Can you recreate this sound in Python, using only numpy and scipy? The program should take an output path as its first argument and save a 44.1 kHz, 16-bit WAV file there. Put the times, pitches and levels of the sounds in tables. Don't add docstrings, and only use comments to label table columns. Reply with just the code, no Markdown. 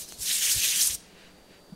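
import sys
import numpy as np
from scipy import signal
from scipy.fft import rfft, irfft, next_fast_len
from scipy.io import wavfile
from scipy.ndimage import uniform_filter1d, map_coordinates

SR = 44100
rng = np.random.default_rng(int(sys.argv[2]) if len(sys.argv) > 2 else 0)


def bounce(signal):
    frames = np.transpose(np.atleast_2d(signal))
    limited = np.clip(frames, -1, 1)
    pcm = np.round(limited * 32767).astype(np.int16)
    wavfile.write(sys.argv[1], SR, pcm)


N = 77175

# t/s, skin level/dB, hollow level/dB
STROKE_LEVELS = [
    [(0.0, -36, -51), (0.026, -39, -48), (0.07, -53, -55), (0.09, -42.5, -52), (0.108, -48, -50.5)],
    [(0.135, -47, -50.5), (0.165, -53.5, -54.5), (0.225, -31, -46), (0.247, -33, -44.5), (0.273, -30, -34),
     (0.295, -27, -32)],
    [(0.31, -30, -28), (0.332, -24.5, -32.5), (0.405, -30.5, -37.5)],
    [(0.415, -30, -36), (0.425, -25, -29.5), (0.459, -23, -35), (0.477, -27, -31.5), (0.525, -21.5, -32),
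     (0.541, -28, -35), (0.6, -27, -32.5)],
    [(0.61, -30, -33.5), (0.644, -23.5, -27), (0.676, -27, -34.5), (0.686, -26.5, -30.5), (0.726, -28, -32),
     (0.736, -29.5, -34), (0.755, -27, -35.5)],
    [(0.762, -24.5, -31.5), (0.788, -27, -37.5), (0.806, -24, -30)],
    [(0.82, -20.5, -33), (0.84, -22.5, -44.5), (0.878, -24.5, -49), (0.885, -26, -55)],
    [(0.893, -30.5, -43), (0.907, -34, -34.5), (0.953, -30.5, -52.5), (0.97, -58, -60)],
]
# f/Hz, relative level/dB
SKIN_SPECTRUM = [(300, -31), (900, -25.5), (1400, -18.5), (1650, -14.5), (2000, -17.5), (2600, -13.5),
                 (3500, -9.5), (4800, -4), (6200, -0.5), (7400, -3), (9000, -0.5), (11000, -3.5),
                 (13500, -6.5), (15500, -15)]
# t/s, f/Hz
SHEEN_CENTRE = [(0, 6640), (.1, 5800), (.22, 8240), (.275, 6000), (.335, 8300), (.39, 6640), (.48, 6500),
                (.54, 7440), (.6, 5900), (.68, 6600), (.78, 6250), (.815, 5600), (.84, 8200), (.875, 9400),
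                (.912, 6500), (.95, 8160)]
# t/s, f/Hz
HOLLOW_RESONANCE = [(0, 3700), (.22, 4500), (.275, 3780), (.31, 3170), (.326, 3840), (.365, 3180),
                    (.4, 3400), (.425, 2800), (.445, 3040), (.472, 2550), (.503, 2900), (.525, 4350),
                    (.555, 3700), (.61, 3560), (.645, 2920), (.67, 3060), (.708, 3900), (.733, 2480),
                    (.765, 2980), (.8, 3030), (.82, 3900), (.87, 4200), (.903, 2640), (.925, 3680),
                    (.96, 3860)]
# distance from resonance/octaves, relative level/dB
HOLLOW_RESPONSE = [(-1.5, -22.5), (-1.5, -15.5), (-1.12, -13), (-.5, -7.5), (0.28, -0.5), (0, 8.5),
                   (0.1, -2), (.6, -7.5), (0.86, -26)]
# f/Hz, relative level/dB
HOLLOW_COLOUR = [(600, -1.5), (1000, -8.5), (1400, -7), (1680, 2), (2000, 3.5), (2600, 4)]
# f/Hz, T60/s
REVERB_TIMES = [(200, 0.86), (1800, 0.64), (4000, 0.64), (7000, 0.44), (14000, 0.27)]
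# f/Hz, relative level/dB
ROOM_SPECTRUM = [(25, -1), (60, -4.5), (130, -10), (185, 3), (240, -5), (380, -3), (650, -7.5), (1000, -14),
                 (1700, -18), (2500, -23), (3900, -19), (5500, -23.5), (9000, -25), (15000, -31.5)]
# t/s, level/dB, Gaussian width/s
AIR_PUFFS = [(0.032, -59, 0.016), (0.143, -58.5, .012), (0.208, -44.5, .011), (0.498, -56.5, 0.013),
             (0.568, -37, 0.018), (0.684, -56.5, 0.018), (0.854, -60, 0.042), (0.906, -43.5, 0.0083),
             (0.945, -45.5, 0.01)]
# f/Hz, relative level/dB
PUFF_SPECTRUM = [(15, -15.5), (40, -2.5), (85, 0), (130, -6.5), (220, -24), (600, -32)]
# f/Hz, level/dB, T60/s
CRUMB_MODES = [(790, -42, 0.0065), (1710, -33.5, 0.0021), (3820, -30.5, 0.0019), (7000, -20.5, .0012)]
# t/s, level/dB, f/Hz, Gaussian width/s
SKIN_SLIPS = [(.43, -28, 5930, 0.0017), (0.515, -23, 5100, .002), (.8145, -20, 5550, 0.0015),
              (0.874, -23.5, 9000, 0.0024), (0.909, -31, 6260, .004), (0.948, -33.5, 8100, 0.0016)]
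# t/s, level/dB, Gaussian width/s
SLEEVE_SWISHES = [(1.074, -59.5, 0.063), (1.226, -54.5, 0.068), (1.38, -65.5, 0.064), (1.54, -57, 0.039)]
# f/Hz, relative level/dB
CLOTH_SPECTRUM = [(500, -27), (1250, -7.5), (1600, 0.5), (2200, 0), (3000, -1), (3400, -6), (3800, -2),
                  (5200, -11), (8000, -16), (14000, -39)]


def amp(db):
    return 10 ** (np.asarray(db) / 20)


def unit(x):
    return x / np.sqrt(np.mean(x ** 2) + 1e-20)


def clock():
    return np.arange(N) / SR


def along(points, hz):
    freqs, values = np.transpose(points)
    return np.interp(np.log(hz + 1), np.log(freqs + 1), values)


def curve(rows, at):
    return np.interp(at, *np.transpose(rows))


def wobble(knots_per_s):
    return map_coordinates(rng.standard_normal(N // 8), [clock() * knots_per_s], mode="wrap")


def bell(distance, width):
    return np.exp(-.5 * (distance / width) ** 2)


def filtered(x, response):
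    size = next_fast_len(N + SR // 2)
    return irfft(rfft(x, size) * response(np.fft.rfftfreq(size, 1 / SR)), size)[..., :N]


def noise(spectrum):
    return unit(filtered(rng.standard_normal(N), lambda hz: amp(along(spectrum, hz))))


def swept(x, colour_db, patchy_db=1.92):
    hz, t, spectra = signal.stft(x, SR, nperseg=512, noverlap=384)
    patches = unit(uniform_filter1d(uniform_filter1d(rng.standard_normal(spectra.shape), 7, 0), 8, 1))
    gain = amp(colour_db(hz[:, None] + 1, t) + patchy_db * patches)
    gain = gain / np.linalg.norm(gain, axis=0)
    return unit(signal.istft(spectra * gain, SR, nperseg=512, noverlap=384)[1][:N])


def grit(grains_per_s=7000, spread_db=3, grain_share=0.27):
    hits = rng.random(N) < grains_per_s / SR
    grains = unit(hits * rng.choice([-1, 1], N) * amp(spread_db * rng.standard_normal(N)))
    dust = rng.standard_normal(N)
    return np.sqrt(grain_share) * grains + np.sqrt(1 - grain_share) * dust


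def skin_hiss(sheen_db=3, sheen_octaves=0.18):
    def colour_db(hz, t):
        octaves = np.log2(hz / curve(SHEEN_CENTRE, t))
        return along(SKIN_SPECTRUM, hz) + sheen_db * bell(octaves, sheen_octaves)
    return swept(grit(), colour_db)


def palm_hollow():
    def colour_db(hz, t):
        octaves = np.log2(hz / curve(HOLLOW_RESONANCE, t))
        return curve(HOLLOW_RESPONSE, octaves) + along(HOLLOW_COLOUR, hz)
    return swept(grit(), colour_db)


def rubbing(judder_db=0.57, release_db_per_s=896):
    t = clock()
    times, skin_db, hollow_db = np.vstack(STROKE_LEVELS).T
    skin = amp(np.interp(t, times, skin_db)) * skin_hiss()
    hollow = amp(np.interp(t, times, hollow_db)) * palm_hollow()
    since_parting = np.maximum(t - times[-1], 0)
    contact = amp(judder_db * wobble(knots_per_s=320) - release_db_per_s * since_parting)
    return contact * (skin + hollow)


def reverberation(x):
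    hz, t, spectra = signal.stft(rng.standard_normal(SR // 2), SR, nperseg=256)
    decay = amp(-60 * t / along(REVERB_TIMES, hz)[:, None])
    tail = signal.istft(spectra * decay, SR, nperseg=256)[1]
    return signal.fftconvolve(x, tail / np.linalg.norm(tail))[:N]


def background(noise_db=-54.5, whine_hz=4650, waver_hz=3.3, whine_start_db=-75.5, rise_db_per_s=7.5):
    phase = 2 * np.pi * np.cumsum(whine_hz + waver_hz * wobble(knots_per_s=41)) / SR
    whine = amp(whine_start_db + rise_db_per_s * clock()) * np.sin(phase)
    return amp(noise_db) * noise(ROOM_SPECTRUM) + whine


def air_puffs():
    out = np.zeros(N)
    for centre, db, width in AIR_PUFFS:
        envelope = bell(clock() - centre, width)
        air = envelope * noise(PUFF_SPECTRUM)
        out += amp(db) * air * np.linalg.norm(envelope) / np.linalg.norm(air)
    return out


def crumb_snap(onset_s=0.1233):
    age = np.maximum(clock() - onset_s, 0)
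    return sum(amp(db - 60 * age / t60) * np.sin(2 * np.pi * hz * age) for hz, db, t60 in CRUMB_MODES)


def skin_slips(width_octaves=0.22):
    out = np.zeros(N)
    for centre, db, pitch_hz, width in SKIN_SLIPS:
        white = rng.standard_normal(N)
        rasp = unit(filtered(white, lambda hz: bell(np.log2((hz + 1) / pitch_hz), width_octaves)))
        out += amp(db) * bell(clock() - centre, width) * rasp
    return out


def sleeves():
    return sum(amp(db) * bell(clock() - centre, width) * noise(CLOTH_SPECTRUM)
               for centre, db, width in SLEEVE_SWISHES)


def bump(centre_s=1.731, peak_db=-35, pitch_hz=185, half_length_s=0.0078):
    offset = clock() - centre_s
    window = np.exp(-(offset / half_length_s) ** 4)
    return amp(peak_db) * window * np.sin(2 * np.pi * pitch_hz * offset)


def scene(reverb_db=-18):
    hands = rubbing() + skin_slips() + crumb_snap() + sleeves()
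    mono = hands + amp(reverb_db) * reverberation(hands) + air_puffs() + bump() + background()
    return np.array([mono, mono])


def record(dry, cutoff_hz=15750):
    return filtered(dry, lambda hz: hz < cutoff_hz)


dry = scene()
out = record(dry)
bounce(out)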